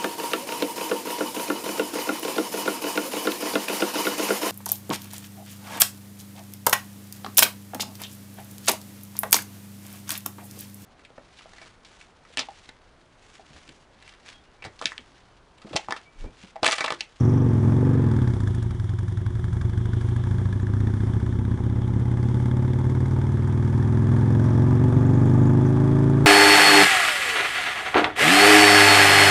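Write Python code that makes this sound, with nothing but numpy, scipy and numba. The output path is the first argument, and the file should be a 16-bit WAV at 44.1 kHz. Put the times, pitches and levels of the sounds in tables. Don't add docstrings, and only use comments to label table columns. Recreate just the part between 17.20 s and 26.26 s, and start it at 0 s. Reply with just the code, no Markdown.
import sys
import numpy as np
from scipy import signal
from scipy.fft import rfft, irfft, next_fast_len
from scipy.io import wavfile
from scipy.ndimage import uniform_filter1d
from numba import njit

SR = 44100
rng = np.random.default_rng(int(sys.argv[2]) if len(sys.argv) > 2 else 0)


def file_out(sig):
    cols = np.atleast_2d(sig).T
    lim = np.clip(cols, -1, 1)
    pcm = np.round(lim * 32767).astype(np.int16)
    wavfile.write(sys.argv[1], SR, pcm)


N = 399546
TIME_S = np.arange(N) / SR
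CRUISE_HZ = 20

# time in seconds, four-stroke cycles per second.
REVS = [(0.0, 22.18), (0.196, 24.55), (0.396, 20.49), (0.703, 24.66), (1.172, 14.94), (1.627, 10.41),
        (2.299, 11.45), (2.433, 12.17), (3.998, 15.605), (6.1, 19.27), (6.5, 19.9), (6.8, 20.745),
        (7.2, 21.877), (7.8, 23.8), (8.5, 26.285), (9.06, 27.83)]
# time in seconds, lead in cycles.
SNATCH = [(2.6, 0), (3.25, .013), (3.46, -.02), (3.56, .006), (3.86, .012), (3.98, -.018), (4.13, .02),
          (4.3, .021), (4.42, -.001), (4.74, .03), (5.3, -.004), (5.6, .015), (5.85, 0), (6.2, -.004),
          (6.45, .013), (6.75, 0)]
# time in seconds, load in dB around the usual for its speed.
LOAD = [(0, 1.5), (.2, -1.5), (.45, 1), (.7, -2.5), (1.08, 1.5), (1.65, 1), (2.25, 1), (2.5, 2.5), (3.2, 2),
        (3.48, 0), (3.55, 3), (3.72, 1.3), (4.05, 0), (4.35, -1.2), (4.95, 0), (5.8, -0.4), (6.3, -1),
        (6.95, 0.5), (7.72, 0.3), (7.95, 0), (8.22, 0.7), (8.55, -2.3), (9.06, -2)]
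# time in seconds, difference in dB.
FRONT_LEAN = [(.6, 1.5), (1.3, 0.5), (2.2, -2), (3.4, 2), (3.6, 2.5), (5.5, -3.7), (6.8, -2.5), (7.5, -.5),
              (7.8, 4), (8.2, -1.5), (8.6, 2)]

# centre in Hz, width in Hz, relative level in dB,
# growth in dB per doubling of the revs; all as at CRUISE_HZ.
DEEP_MODES = [(108.54, 13.6, 0, 7), (126.2, 14.4, 3.5, 10), (164, 6.6, -26.5, 10), (192.4, 12.4, -11, 0)]
MIDDLE_MODES = [(235.6, 30, -3.5, 1.5), (262, 12.9, 1, 0.5), (299.2, 28, 5, 0)]
GROWL_MODES = [(362.2, 19.4, 9, -4)]
SNARL_MODES = [(448, 49, -3, -3), (479, 47, 2, 1), (527, 22, -4, 0)]
BLARE_MODES = [(488, 39, -3.5, 4), (582.4, 19, -10, -5.5), (612.8, 19.7, -10, 28), (692, 33, -13, -4.5),
               (847, 28, -10, 14.5), (1180, 48, -4, -3)]
# multiple of the cycle rate (rounded for pitch),
# gain in dB at CRUISE_HZ, growth in dB per doubling of the revs.
HARMONIC_TRIMS = [(2, -0.5, 8.5), (3, -3, -3.5), (4, 1.5, -3), (6, 2, 7), (7, 0, 1.7), (8, -8.5, 1.5),
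                  (9, 1, 4), (10, -1, -6), (11, 3, -0.5), (12, -0.2, -4), (13.1, 4, -8), (14, -1.5, 8.1),
                  (15, 1.5, -9), (16, 1, 4.5), (20, 2.5, 1.5), (21, -2.5, 6), (22, -3.5, 2), (24, 0, 6.5),
                  (25, -4.5, -2.5)]
# level in dB at CRUISE_HZ and usual load, dB per doubling of the revs, dB per dB of load.
BOOM_LAW = (-20, 6.2, 1.13)
BARK_LAW = (-29.5, 17.8, 1.2)
GROWL_LAW = (-35.5, 11.1, 0.55)
RASP_LAW = (-36.5, 12.9, 0.67)
HISS_LAW = (-51, 2.5, 0.71)
# time in seconds, extra level in dB.
BARK_EXTRA = [(0, 0), (1, 2), (1.7, 0.5), (2.5, -2), (3.2, 0), (4.2, 2), (5.1, 2), (6.2, -2.5), (7.1, 0),
              (9.06, 0)]
# time in seconds, level in dB.
BLARE_LEVEL = [(0, -39), (.18, -42), (.42, -41), (.72, -44.5), (1.2, -52.5), (2, -74), (4.5, -54),
               (5.8, -45.5), (6.5, -54.5), (7.2, -39), (8.2, -36.5), (9.06, -38.5)]
# centre in seconds, spread in seconds, peak level in dB.
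SNARLS = [(.22, .09, -40.5), (.72, 0.13, -36.5)]

# frequency in Hz, relative level in dB.
RASP_COLOUR = [(200, 5), (400, 2.5), (560, -5), (740, -7.5), (860, 0.5), (980, -3.5), (1200, -7),
               (1450, -13), (1750, -14.5), (2100, -19.5), (2700, -25.5), (4500, -59.5), (11000, -50)]
KNOCK_COLOUR = [(300, -14.5), (600, -19), (880, -5), (1000, 4), (1350, 1.5), (1720, 9.5), (1950, -9),
                (2200, -4), (2650, -21.5), (3400, -8), (4100, -16.5), (11000, -27)]
TICK_COLOUR = [(1500, -25), (2700, -7.5), (3400, 16.5), (4100, -2.5), (4750, 10.5), (5400, 8), (7000, 7),
               (8200, 3.5), (9600, 6.5), (11500, -26.5)]
HISS_COLOUR = [(1000, 11), (2200, 5), (2700, -16), (3400, -5.5), (4000, -7), (4600, -7.5), (5600, -2),
               (7000, -6.5), (8500, -8), (9800, -7), (11500, -21)]

# time in seconds, knock level in dB, tick level in dB.
CLATTER = [(0, -60, -67), (.7, -48.5, -63.5), (1.05, -47, -58.5), (1.4, -52, -60), (1.65, -53, -61.5),
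           (2.1, -50.5, -63.5), (2.8, -52, -63.5), (3.55, -49, -70), (4.3, -53, -71), (4.7, -56.5, -68),
           (5.1, -52, -60.5), (6.4, -50, -63.5), (7, -46, -61), (8.1, -48.5, -60), (9.06, -46, -58.5)]
# time in seconds, extra level in dB.
HARD_KNOCKS = [(.917, 1), (1.076, 2.5), (1.206, 0), (1.273, 3.5), (1.695, -1), (1.79, 0), (2.413, 5),
               (2.577, 2.5), (2.733, 5), (2.963, 3), (3.328, 1.5), (3.537, -1.5), (3.604, 3), (3.805, 1.5),
               (5.028, 3), (5.256, 1), (5.313, 2), (5.478, 1), (5.859, 0), (6.171, 1), (6.577, 2.5),
               (7.147, 4.5), (7.284, 1.5), (8.75, -2)]
# centre in Hz at its loudest speed, width in Hz there, peak level in dB,
# loudest engine speed in cycles per second, spread of that speed in cycles per second.
COVERS = [(877, 18, -47, 18.3, 1.37), (1704, 49, -58.5, 14.1, 1.64), (2083, 67, -59.5, 17.94, 1.8),
          (3470, 160, -69, 15, 3.5)]
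# centre in seconds, spread in seconds, pitch in Hz, peak level in dB.
RATTLES = [(3.418, .008, 7050, -61), (7.3, 0.16, 5650, -63), (7.999, .2, 6840, -65), (8.27, .05, 6850, -63),
           (8.46, .018, 5930, -57)]

FIRST_TURN, REAR_LAG = -.7946, 315 / 720
FRONT_SHUT, REAR_SHUT = .18, .715
RATTLE_CRANK = .33

EVEN_SCATTER, STUMBLE_SCATTER = 0.31, 0.42
STUMBLE_AT_S, STUMBLE_SPREAD_S = 3.5, 0.92
COVER_BEND = 0.43
CHINK_START_DB, CHINK_FADE_DB_PER_S = -46.5, 39
ZING_DB, ZING_LIFT_DB, ZING_SPEED_HZ, ZING_SPREAD_HZ = -62.5, 4.5, 13.04, 0.42
RATTLE_WIDTH_HZ = 1100
TOP_HZ = 11200


def exhaust(turn, rate_hz):
    front, front_edge = blowdown(turn, rate_hz, 0)
    rear, rear_edge = blowdown(turn, rate_hz, REAR_LAG)
    shut, shut_edge = blowdown(turn, rate_hz, REAR_SHUT)
    note = boom_and_bark(front, rear, shut, rate_hz)
    note = note + growl(front_edge, rear_edge, shut_edge, rate_hz)
    note = note + blare(front_edge, rear_edge, shut_edge, rate_hz)
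    note = note + snarl(rear_edge, rate_hz)
    return trim_harmonics(note, rate_hz) + rasp(turn, rate_hz)


def blowdown(turn, rate_hz, lag):
    dt_s, size, late = stroke(turn, rate_hz, lag)
    speed = CRUISE_HZ / rate_hz
    scatter = EVEN_SCATTER + STUMBLE_SCATTER * hump(TIME_S, STUMBLE_AT_S, STUMBLE_SPREAD_S)
    slip_s = .0008 * scatter * late
    push = 1.16 * bell(dt_s + slip_s + 0.0019, 0.0015 * speed ** 1.23)
    suction = bell(dt_s + slip_s, 0.0013 * speed ** 0.22)
    edge = -bell(dt_s + .4 * slip_s, .00028 * speed ** 1.6)
    return np.array([push - suction, edge]) * undb(2.8 * scatter * size)


def boom_and_bark(front, rear, shut, rate_hz):
    lean = undb(curves(FRONT_LEAN)[0] / 2)
    heat = (rate_hz / CRUISE_HZ) ** 0.18
    flow = (rate_hz / CRUISE_HZ) ** 1.12
    pipe = modes(front * lean + rear / lean, DEEP_MODES, rate_hz, heat, flow)
    pipe = pipe + modes(front + rear + 0.27 * shut, MIDDLE_MODES, rate_hz, damping=flow)
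    boom = lowpass(pipe, 175)
    bark = steady(pipe - boom) * undb(curves(BARK_EXTRA)[0])
    thinning = 0.24 * np.clip((rate_hz - 20) / 5, -1, 1)
    boom = boom - thinning * lowpass(boom, 86)
    return steady(boom) * loudness(BOOM_LAW, rate_hz) + bark * loudness(BARK_LAW, rate_hz)


def growl(front_edge, rear_edge, shut_edge, rate_hz):
    edges = 0.64 * (rate_hz / CRUISE_HZ) ** 1.5 * front_edge + rear_edge + 0.24 * shut_edge
    x = modes(edges, GROWL_MODES, rate_hz, warmth(rate_hz))
    x = lowpass(x - lowpass(x, 290), 470)
    return steady(x) * loudness(GROWL_LAW, rate_hz)


def blare(front_edge, rear_edge, shut_edge, rate_hz):
    edges = front_edge + 0.9 * rear_edge + .3 * shut_edge
    x = modes(edges, BLARE_MODES, rate_hz, warmth(rate_hz))
    x = lowpass(x - lowpass(x, 420), 1500)
    return steady(x) * undb(curves(BLARE_LEVEL)[0])


def warmth(rate_hz):
    return (rate_hz / 22) ** 0.022


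def snarl(rear_edge, rate_hz):
    x = steady(resonance(modes(rear_edge, SNARL_MODES, rate_hz), 380, 150))
    return x * sum(undb(db) * hump(TIME_S, at_s, spread_s) for at_s, spread_s, db in SNARLS)


def trim_harmonics(x, rate_hz):
    doublings = np.log2(rate_hz / CRUISE_HZ)
    out = x
    for order, db, doubling_db in HARMONIC_TRIMS:
        gain = undb(db + doubling_db * doublings)
        out = out + (gain - 1) * svf(x, round(order) * rate_hz, np.full(N, 0.23 / order))
    return out


def rasp(turn, rate_hz):
    puffs = burst(turn, rate_hz, -0.012, rise_s=0.0041, fall_s=0.073, scatter_db=-3.5)
    puffs = puffs + 0.99 * burst(turn, rate_hz, REAR_LAG, rise_s=0.024, fall_s=0.03, scatter_db=1.0)
    puffs = puffs + 1.2 * (rate_hz / CRUISE_HZ) ** 2
    gas = steady(noise(RASP_COLOUR) * puffs * undb(3.0 * walk(220)))
    ring = echoes(turn, rate_hz, -0.0306, RASP_COLOUR, fall_s=0.058)
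    ring = steady(ring + echoes(turn, rate_hz, .41, RASP_COLOUR, fall_s=0.027))
    return steady(gas + .7 * ring * rate_hz / 22) * loudness(RASP_LAW, rate_hz)


def echoes(turn, rate_hz, lag, colour, fall_s):
    age_s = (turn - lag) % 1 / rate_hz
    swell = np.minimum(age_s / .004, 1)
    return np.interp(age_s, TIME_S, noise(colour)) * np.exp(-age_s / fall_s) * swell


def top_end(turn, rate_hz):
    knock_db, tick_db = curves(CLATTER)
    grit = undb(2.2 * walk(800))
    scatter_db = 1.5
    busy = (rate_hz / CRUISE_HZ) ** 3.0
    seating = burst(turn, rate_hz, FRONT_SHUT, rise_s=0.0013, fall_s=0.0052, scatter_db=scatter_db)
    seating = seating + burst(turn, rate_hz, REAR_SHUT - .04, rise_s=0.0015, fall_s=0.0054, scatter_db=scatter_db)
    seating = busy * seating

    knocks = burst(turn, rate_hz, -0.024, rise_s=0.0021, fall_s=0.0047, scatter_db=scatter_db) + 0.23 * seating
    rear = burst(turn, rate_hz, REAR_LAG, rise_s=0.0027, fall_s=0.0057, scatter_db=scatter_db)
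    knocks = knocks + (0.44 + 0.14 * busy) * rear
    knock = steady(noise(KNOCK_COLOUR) * knocks * grit) * undb(knock_db + hard_knocks_db())

    metal = noise(TICK_COLOUR) * grit
    dull = lowpass(metal, 5500)
    bright = metal - dull
    tick = dull * burst(turn, rate_hz, -0.021, rise_s=0.0016, fall_s=0.0029, scatter_db=scatter_db)
    tick = tick + 0.59 * bright * burst(turn, rate_hz, -.005, rise_s=0.0016, fall_s=.007, scatter_db=2 * scatter_db)
    rear = burst(turn, rate_hz, REAR_LAG, rise_s=0.00085, fall_s=0.0028, scatter_db=scatter_db)
    tick = tick + metal * (0.42 * rear + 0.13 * seating)
    return knock + steady(tick) * undb(tick_db)


def hard_knocks_db():
    return sum(db * hump(TIME_S, at_s, .012) for at_s, db in HARD_KNOCKS)


def covers(turn, rate_hz):
    dt_s, size, _ = stroke(turn, rate_hz, -0.0422)
    blows = steady(bell(dt_s, .00005) * undb(1.5 * size))
    rough = burst(turn, rate_hz, 0, rise_s=.002, fall_s=.008, scatter_db=1.5) * rng.standard_normal(N)
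    blows = blows + .45 * steady(rough)
    out = 0
    for hz, width_hz, db, speed_hz, spread_hz in COVERS:
        bend = np.clip((rate_hz / speed_hz) ** COVER_BEND, .97, 1.05)
        ring = steady(resonance(resonance(blows, hz, width_hz, bend), hz, 500))
        out = out + ring * undb(db) * hump(rate_hz, speed_hz, spread_hz)
    return out * undb(hard_knocks_db())


def loose_metal(turn, rate_hz):
    shake = .18 + .75 * burst(turn, rate_hz, .365, rise_s=.002, fall_s=.006, scatter_db=1.2)
    chink = steady(resonance(resonance(rng.standard_normal(N), 5550, 700), 6000, 900)) * shake
    zing = steady(resonance(resonance(rng.standard_normal(N), 3445, 440), 3000, 740)) * undb(2.25 * walk(45))
    chink_db = CHINK_START_DB - CHINK_FADE_DB_PER_S * TIME_S
    zing_db = ZING_DB + ZING_LIFT_DB * hump(rate_hz, ZING_SPEED_HZ, ZING_SPREAD_HZ)
    return chink * undb(chink_db) + zing * undb(zing_db)


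def rattles(turn, rate_hz):
    shake = 0.27 + burst(turn, rate_hz, RATTLE_CRANK, rise_s=.002, fall_s=0.01, scatter_db=3.0)
    shake = shake * undb(3 * walk(600))
    out = 0
    for at_s, spread_s, hz, db in RATTLES:
        ring = resonance(resonance(rng.standard_normal(N) * shake, hz, RATTLE_WIDTH_HZ), hz, 1500)
        out = out + ring / ring.std() * undb(db) * hump(TIME_S, at_s, spread_s)
    return out


def air(rate_hz):
    hiss = noise(HISS_COLOUR) * loudness(HISS_LAW, rate_hz) * undb(.5 * walk(25) + 1.3 * walk(7.3))
    buffet = noise([(3, 2), (25, 0), (60, -3), (150, -8), (400, -22), (2000, -70)])
    return hiss + buffet * undb(-47 + 9 * np.log2(rate_hz / CRUISE_HZ) + 2 * walk(4))


def stroke(turn, rate_hz, lag):
    cycle = np.round(turn - lag)
    chance = rng.standard_normal((256, 2))[cycle.astype(int) + 2]
    return (turn - lag - cycle) / rate_hz, chance[:, 0], chance[:, 1]


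def burst(turn, rate_hz, lag, rise_s, fall_s, scatter_db):
    dt_s, size, _ = stroke(turn, rate_hz, lag)
    return np.exp(-np.abs(dt_s) / np.where(dt_s < 0, rise_s, fall_s)) * undb(scatter_db * size)


def modes(x, table, rate_hz, stretch=1, damping=1):
    doublings = np.log2(rate_hz / CRUISE_HZ)
    return sum(undb(db + doubling_db * doublings) * resonance(x, hz, width_hz, stretch, damping)
               for hz, width_hz, db, doubling_db in table)


def resonance(x, hz, width_hz, stretch=1, damping=1):
    return svf(x, hz * stretch * np.ones(N), width_hz / hz * damping * np.ones(N))


@njit
def svf(x, hz, k):
    y, b, l = np.empty(len(x)), 0., 0.
    for i in range(len(x)):
        g = np.tan(np.pi * hz[i] / SR)
        v = (b + g * (x[i] + 1e-18 - l)) / (1 + g * (g + k[i]))
        b, l, y[i] = 2 * v - b, l + 2 * g * v, k[i] * v
    return y


def loudness(law, rate_hz):
    cruise_db, doubling_db, load_share = law
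    load_db, = curves(LOAD)
    return undb(cruise_db + doubling_db * np.log2(rate_hz / CRUISE_HZ) + load_share * load_db)


def steady(x):
    size = SR // 7
    power = uniform_filter1d(uniform_filter1d(x * x, size), size)
    return x / np.sqrt(power + 1e-14)


def lowpass(x, hz):
    return signal.sosfiltfilt(signal.butter(4, hz, fs=SR, output="sos"), x)


def noise(colour):
    hz, db = np.transpose(colour)
    size = next_fast_len(N)
    f = np.maximum(np.arange(size // 2 + 1) * SR / size, 1)
    gain = undb(np.interp(np.log(f), np.log(hz), db))
    x = irfft(rfft(rng.standard_normal(size)) * gain, size)[:N]
    return x / x.std()


def walk(steps_per_s):
    steps = rng.standard_normal(8192)
    return np.interp(TIME_S * steps_per_s, np.arange(len(steps)), steps)


def curves(table):
    s, *columns = np.transpose(table)
    return [np.interp(TIME_S, s, c) for c in columns]


def bell(t_s, width_s):
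    return np.exp(-.5 * (t_s / width_s) ** 2) / width_s


def hump(x, centre, spread):
    return np.exp(-.5 * ((x - centre) / spread) ** 2)


def undb(db):
    return np.exp(np.asarray(db) * (np.log(10) / 20))


def scene():
    rate_hz, = curves(REVS)
    turn = FIRST_TURN + np.cumsum(rate_hz) / SR + curves(SNATCH)[0]
    engine = exhaust(turn, rate_hz) + top_end(turn, rate_hz) + covers(turn, rate_hz)
    trim = loose_metal(turn, rate_hz) + rattles(turn, rate_hz)
    return (engine + trim + air(rate_hz))[None]


def record(dry):
    return signal.sosfilt(signal.ellip(8, .2, 80, TOP_HZ, fs=SR, output="sos"), dry)


dry = scene()
out = record(dry)
file_out(out)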